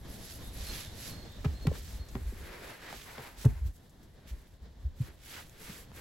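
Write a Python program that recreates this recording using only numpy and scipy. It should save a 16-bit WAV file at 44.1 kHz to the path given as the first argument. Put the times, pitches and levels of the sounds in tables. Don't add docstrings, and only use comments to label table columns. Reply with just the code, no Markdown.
import sys
import numpy as np
from scipy import signal
from scipy.fft import rfft, irfft
from scipy.io import wavfile
from scipy.ndimage import uniform_filter1d

SR = 44100
rng = np.random.default_rng(int(sys.argv[2]) if len(sys.argv) > 2 else 0)


def dump_mix(stems):
    frames = np.atleast_2d(stems).T
    limited = np.clip(frames, -1, 1)
    pcm = np.round(limited * 32767).astype(np.int16)
    wavfile.write(sys.argv[1], SR, pcm)


N = 264996
TIME = np.arange(N) / SR
FREQS = np.fft.rfftfreq(N, 1 / SR)


# start_s, level_db, pitch_hz, rebound_gain_db
LANDINGS = [(1.452, -20.5, 140, -3.5), (1.651, -35, 496, 5), (1.668, -17, 145, -8),
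            (1.7146, -29.5, 500, -13), (2.150, -32, 227, -2), (2.208, -33, 69, -3.5), (2.259, -34, 53, -8),
            (2.3225, -42.5, 385, -1.5), (2.42, -32, 62, -23), (2.9265, -36, 750, -16),
            (3.182, -40.5, 234, -3), (3.4513, -10.2, 121.5, -16.5), (3.608, -27, 63, -29),
            (3.6447, -31, 82.3, -9), (4.305, -31.5, 60.3, -16), (4.843, -24.5, 67.6, -20),
            (5.0, -21.5, 123.5, -19), (5.692, -38.5, 179, -22)]

def ground_thuds(rise_cycles=1.35):
    out, t = np.zeros(N), np.arange(SR // 2) / SR
    for start, db, hz, rebound_db in LANDINGS:
        rise = rise_cycles / hz
        body = thump(t, hz, rise, steepness=2.6)
        rocking = undb(-22) * thump(t, hz * 2.13, rise * 0.96, steepness=3.0)
        rebound = undb(rebound_db) * thump(t, hz * 0.545, rise * 2.92, steepness=4.9)
        add(out, start, undb(db) * (body + rocking + rebound))
    return out


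def thump(t, hz, rise, steepness, sag=0.025):
    swell = (t / rise * np.exp(1 - t / rise)) ** steepness
    pitch = hz * (1 + sag * (2 * np.exp(-t / rise / 2) - 1))
    return swell * np.sin(2 * np.pi * np.cumsum(pitch) / SR)


# start_s, level_db, grind_s, brightness_hz, knock_gain_db, flat_gain_db
TOUCHDOWNS = [(1.4435, -30.5, 0.014, 2180, 0.5, -8), (1.6682, -26.5, 0.0034, 2500, 0.5, -10.5),
              (2.1515, -33.5, .004, 1900, 1.5, -9), (2.9258, -37, 0.0043, 1260, -4.5, -4),
              (3.1803, -32.5, .0035, 1880, -1.5, -8), (3.4450, -38, 0.01, 1680, 7.5, 4.5),
              (3.505, -45, 0.0043, 1200, -15, -10), (3.5758, -47.5, 0.003, 2000, -14, -2),
              (5.916, -43.5, 0.0019, 2000, -7, -15)]

def brick_contacts(flat_delay_s=0.01, flat_grind_s=0.0093):
    out, t = np.zeros((2, N)), np.arange(SR // 5) / SR
    for edge_s, edge_db, edge_grind_s, edge_hz, knock_db, flat_db in TOUCHDOWNS:
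        edge = (edge_s, edge_db, edge_grind_s, edge_hz)
        face = (edge_s + flat_delay_s, edge_db + flat_db, flat_grind_s, edge_hz * 0.57)
        for start, db, grind_s, bright_hz in (edge, face):
            crunch = sand_crunch(t, grind_s, bright_hz)
            knock = undb(knock_db) * brick_knock(t, grind_s, bright_hz)
            add(out, start, undb(db) * (crunch + knock))
    return out


def sand_crunch(t, grind_s, bright_hz, width=0.62):
    mid, side, size = rng.standard_normal((3, len(t)))
    grains = np.array([mid + width * side, mid - width * side]) * undb(4 * size)
    envelope = (t / grind_s * np.exp(-2 * t / grind_s)) ** 1.8
    band = signal.butter(1, [450, bright_hz], "band", fs=SR, output="sos")
    lowpass = signal.butter(2, 2 * bright_hz, fs=SR, output="sos")
    crunch = signal.sosfilt(np.vstack([band, lowpass]), grains * envelope)
    return crunch / abs(crunch).max()


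# pitch_hz, t60_s, level_db
BRICK_MODES = [(237, 0.069, 3.5), (298, 0.022, 2), (395, 0.075, -1), (568, 0.045, -3.5), (822, 0.049, -4),
               (1263, 0.026, 0), (1620, 0.012, -36), (2287, 0.022, -0.5), (2890, 0.011, -42)]

def brick_knock(t, grind_s, bright_hz, detune=0.059):
    hz, t60, db = np.transpose(BRICK_MODES)[:, :, None]
    tuning, spot = rng.standard_normal((2, len(BRICK_MODES), 1))
    weight = undb(db + 2 * spot) / (1 + (hz / bright_hz) ** 2) * np.sign(tuning)
    modes = np.sin(2 * np.pi * hz * (1 + detune * tuning) * t) * np.exp(-np.log(1000) * t / t60)
    attack = 1 - np.exp(-2 * t / grind_s)
    ring = (weight * modes).sum(0) * attack
    return ring / abs(ring).max()


# frequency_hz, level_db
SOIL_TONE = [(100, 4), (350, 10), (650, 2), (900, 1), (1200, -3), (1600, -2), (2200, -3.5), (3000, -7.5),
             (5000, -7), (9000, -27)]
# peak_s, length_s, level_db, hollow_hz
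PUSHES = [(1.75, 0.029, -53.5, 1150), (2.345, 0.46, -58.5, 412), (2.515, 0.12, -49.5, 540),
          (2.685, 0.15, -48, 620), (2.903, 0.098, -47.5, 1660), (3.1, 0.08, -52.5, 1030),
          (3.242, .11, -47, 1000), (3.496, 0.22, -58, 940), (4.318, 0.27, -67.5, 1700),
          (5.069, 0.078, -56.5, 477), (5.378, 0.061, -48.5, 1520), (5.704, .18, -53.5, 440),
          (5.982, 0.046, -53, 596)]

def brick_scrapes(rasp_hz=1760):
    out = 0
    soil = texture(SOIL_TONE, grain_db=0.6, grain_hz=300) * undb(1.44 * drift(35))
    rasp = undb(4) * resonate(soil, rasp_hz, q=0.94) + undb(-10) * soil
    for peak_s, length, db, hollow_hz in PUSHES:
        scrape = undb(-1) * resonate(soil, hollow_hz, q=3.6) + rasp
        out += undb(db) * stroke(peak_s, length) * scrape / scrape.std()
    return out


# start_s, peak_db, decay_s, pitch_hz
CRACKLES = [(1.321, -43, .0024, 11000), (1.447, -38, 0.0026, 12000), (1.6700, -43, 0.0023, 2600),
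            (1.6704, -29, .0018, 12000), (2.085, -44.5, 0.015, 4830), (3.451, -29, 0.0065, 9150),
            (3.628, -67, .003, 9000), (3.895, -49, 0.015, 8000), (4.03, -49.5, 0.018, 9000),
            (5.496, -41, 0.0013, 7000)]

def grit_crackles(crumb_count=60):
    out, t = np.zeros((2, N)), np.arange(SR // 20) / SR
    crumbs = [(when * N / SR, -62 - 3 * np.log(faintness + 0.03), 0.001, 3000 * 3 ** pitch)
              for when, faintness, pitch in rng.random((crumb_count, 3))]
    for start, db, decay_s, hz in CRACKLES + crumbs:
        mid, side, size = rng.standard_normal((3, len(t)))
        grains = np.array([mid + 0.26 * side, mid - 0.31 * side]) * undb(6.4 * size)
        crackle = resonate(grains * np.exp(-t / decay_s), hz, q=1)
        add(out, start, undb(db) * crackle / abs(crackle).max())
    return out


# frequency_hz, level_db
FIBRE_TONE = [(1000, -12), (3000, -5.5), (5000, -3.5), (7000, -1), (8600, 1.5), (11000, .5), (13000, -1),
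              (15800, -.5)]
# frequency_hz, level_db
FOLD_TONE = [(200, 10.5), (900, 0.5), (1800, 4.5), (2600, 0.5), (4000, -0.5), (6000, -0.5), (8500, -2.5),
             (14000, -76)]
# time_s, gain_db
SHEEN = [(0, 8), (1.1, 10), (1.3, -13.5), (2.1, -3.5), (6, -3)]
# time_s, level_db
HISS_BED = [(0, -69), (2.1, -73), (3.6, -68.5), (4.7, -83), (5.55, -64), (6, -76)]
# peak_s, length_s, swish_db, swish_hz, hiss_db
SWISHES = [(0.132, 0.073, -57.5, 4300, -58.5), (0.295, .13, -51, 4500, -55.5),
           (0.452, 0.07, -60, 4000, -61), (0.618, 0.1, -52, 4040, -56.5), (0.772, 0.15, -45, 3730, -55),
           (1.064, .11, -48, 4530, -55), (1.43, 0.78, -62, 3500, -65.5), (1.771, 0.052, -57, 3700, -52),
           (1.902, 0.12, -58, 4400, -56), (2.488, 0.48, -65.5, 3500, -60), (2.68, 0.06, -66, 3500, -55.5),
           (2.96, 0.17, -52.5, 3330, -55.5), (3.187, 0.21, -63.5, 3580, -56.5),
           (3.419, 0.054, -52.5, 3920, -52), (3.758, .025, -81, 4000, -66.5),
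           (4.297, 0.032, -58, 2870, -60), (4.425, 0.2, -72, 3520, -72), (5.042, 0.077, -62, 3500, -59.5),
           (5.344, .13, -50, 3150, -52), (5.717, 0.16, -53, 3230, -53), (5.991, 0.061, -57.5, 2700, -55)]

def clothes_rustle(sheen_hz=11000, settle_s=0.085):
    fibres = texture(FIBRE_TONE, grain_db=1.5, grain_hz=550) * undb(1.27 * drift(45))
    folds = texture(FOLD_TONE, grain_db=1.34, grain_hz=330)
    swish, hiss_power = 0, automation(HISS_BED) ** 2
    for peak_s, length, swish_db, hz, hiss_db in SWISHES:
        voice = resonate(folds, hz, q=1.33) + undb(-7) * folds
        swish += undb(swish_db) * stroke(peak_s, length) * voice / voice.std()
        touching = stroke(peak_s, length * 1.31, squareness=4)
        settling = undb(-4.5) * (TIME > peak_s) * np.exp(-abs(TIME - peak_s) / settle_s)
        hiss_power += (undb(hiss_db) * np.maximum(touching, settling)) ** 2
    sheen = automation(SHEEN) * resonate(fibres, sheen_hz, q=7)
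    return (fibres + sheen) * np.sqrt(hiss_power) + pan(swish, right_db=4)


# start_s, length_s, pitch_hz, level_db; the faint note at 1.19 s echoes the one before it
BIRD_NOTES = [(.66, 0.062, 4225, -49), (1.088, .1, 4280, -51), (1.19, .08, 4305, -62),
              (1.545, 0.038, 4200, -58), (1.598, 0.068, 4260, -56.5), (1.985, 0.057, 4260, -58.5)]

def birds(warble_every_s=0.43, warble_hz=3420):
    warbles = [(0.39 + k * warble_every_s, 0.11, warble_hz, -55.5) for k in range(3)]
    near = whistle(BIRD_NOTES, waver=0.003)
    far = whistle(warbles, waver=0.025, glide=0.16)
    near_echo = undb(-1) * tree_echoes(near, t60=0.73, top_hz=9000)
    far_echo = tree_echoes(far, t60=0.4, top_hz=9000)
    return pan(near + near_echo + far_echo, right_db=4)


def whistle(notes, waver, glide=0):
    out, wobble = np.zeros(N), 1 + waver * drift(110)
    for start, length, hz, db in notes:
        progress = np.linspace(0, 1, int(length * SR))
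        pitch = hz * (1 + glide * progress) * wobble[int(start * SR):][:len(progress)]
        swell = np.sqrt(abs(np.sin(np.pi * progress)))
        add(out, start, undb(db) * swell * np.sin(2 * np.pi * np.cumsum(pitch) / SR))
    return out


def tree_echoes(x, t60, top_hz):
    t = np.arange(SR) / SR
    envelope = np.exp(-np.log(1000) * t / t60) * (1 - np.exp(-t / 0.0017))
    tail = rng.standard_normal((2, SR)) * envelope
    tail /= np.sqrt((tail ** 2).sum(1, keepdims=True))
    tail = signal.sosfilt(signal.butter(1, [180, top_hz], "band", fs=SR, output="sos"), tail)
    return signal.fftconvolve(np.atleast_2d(x), tail, axes=1)[:, :N]


# frequency_hz, level_db
RUMBLE_TONE = [(15, -62), (28, -9), (45, 0), (65, 1.5), (100, -9), (160, -35.5), (300, -34.5), (700, -51)]
# peak_s, length_s, level_db
WIND_GUSTS = [(.1, 0.65, -51.5), (.68, 0.33, -45), (1.585, 0.31, -40), (2.217, 0.42, -42.5),
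              (3.566, .24, -43.5), (4.843, 0.33, -45)]

def wind_rumble(breeze_db=-59):
    gusts = sum(undb(db) * stroke(peak_s, length, squareness=2.34) for peak_s, length, db in WIND_GUSTS)
    return texture(RUMBLE_TONE, grain_db=4.5, grain_hz=23) * (undb(breeze_db) + gusts)


# frequency_hz, level_db
HUSH_TONE = [(40, 4.5), (120, 4.5), (220, -0.5), (350, -7), (580, -9.5), (900, -15), (1350, -21),
             (1800, -17.5), (2500, -27), (3600, -20.5), (6000, -29.5), (15000, -46)]
# time_s, level_db
HUSH_LEVEL = [(0, -47), (1.7, -49), (2.3, -55.5), (4.6, -58.5), (6.0, -55)]

def forest_hush():
    return texture(HUSH_TONE, grain_db=1.84, grain_hz=25) * automation(HUSH_LEVEL)


# frequency_hz, correlation
STEREO_IMAGE = [(30, .93), (130, .96), (280, .8), (550, .54), (1500, .56), (3500, .55), (6000, .38),
                (8000, .55), (9500, .94), (12000, .92), (16000, .85)]

def texture(tone, grain_db, grain_hz):
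    grains = rng.standard_normal((2, N)) * undb(grain_db * drift(grain_hz))
    alike = spectrum(STEREO_IMAGE)
    width = np.sqrt((1 - alike) / (1 + alike))
    mid, side = rfft(grains) * undb(spectrum(tone))
    mid, side = irfft(mid, N), irfft(side * width, N)
    return np.array([mid + side, mid - side]) / mid.std()


def stroke(peak_s, length, squareness=1.88, attack_share=0.55):
    slope_s = length * np.where(TIME < peak_s, attack_share, 1 - attack_share)
    return np.exp(-0.5 * abs((TIME - peak_s) / slope_s) ** squareness)


def drift(rate_hz):
    hold = int(SR / rate_hz)
    steps = np.repeat(rng.standard_normal(N // hold + 1), hold)
    return 1.25 * uniform_filter1d(steps, hold)[:N]


def resonate(x, hz, q):
    return signal.lfilter(*signal.iirpeak(hz, max(q, 1), fs=SR), x)


def spectrum(points):
    hz, value = np.transpose(points)
    return np.interp(np.log(FREQS + 1), np.log(hz), value)


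def automation(points):
    return undb(np.interp(TIME, *np.transpose(points)))


def pan(x, right_db):
    return x * undb(np.array([[-right_db], [right_db]]) / 2)


def undb(db):
    return 10 ** (np.asarray(db) / 20)


def add(out, start_s, x):
    i = int(start_s * SR)
    out[..., i:i + x.shape[-1]] += x[..., :N - i]


def scene():
    bricks = ground_thuds() + brick_contacts()
    echoes = undb(-10) * tree_echoes(bricks, t60=0.22, top_hz=4000)
    handling = clothes_rustle() + brick_scrapes() + grit_crackles()
    return bricks + echoes + handling + birds() + wind_rumble() + forest_hush()


def record(dry, lag_above_hz=7100, lag_s=0.000205, top_hz=15800):
    left, right = rfft(dry)
    right = right * np.exp(-2j * np.pi * lag_s * np.maximum(FREQS - lag_above_hz, 0))
    lowpass = signal.ellip(10, 0.2, 80, top_hz, fs=SR, output="sos")
    return signal.sosfilt(lowpass, irfft(np.array([left, right]), N))


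dry = scene()
out = record(dry)
dump_mix(out)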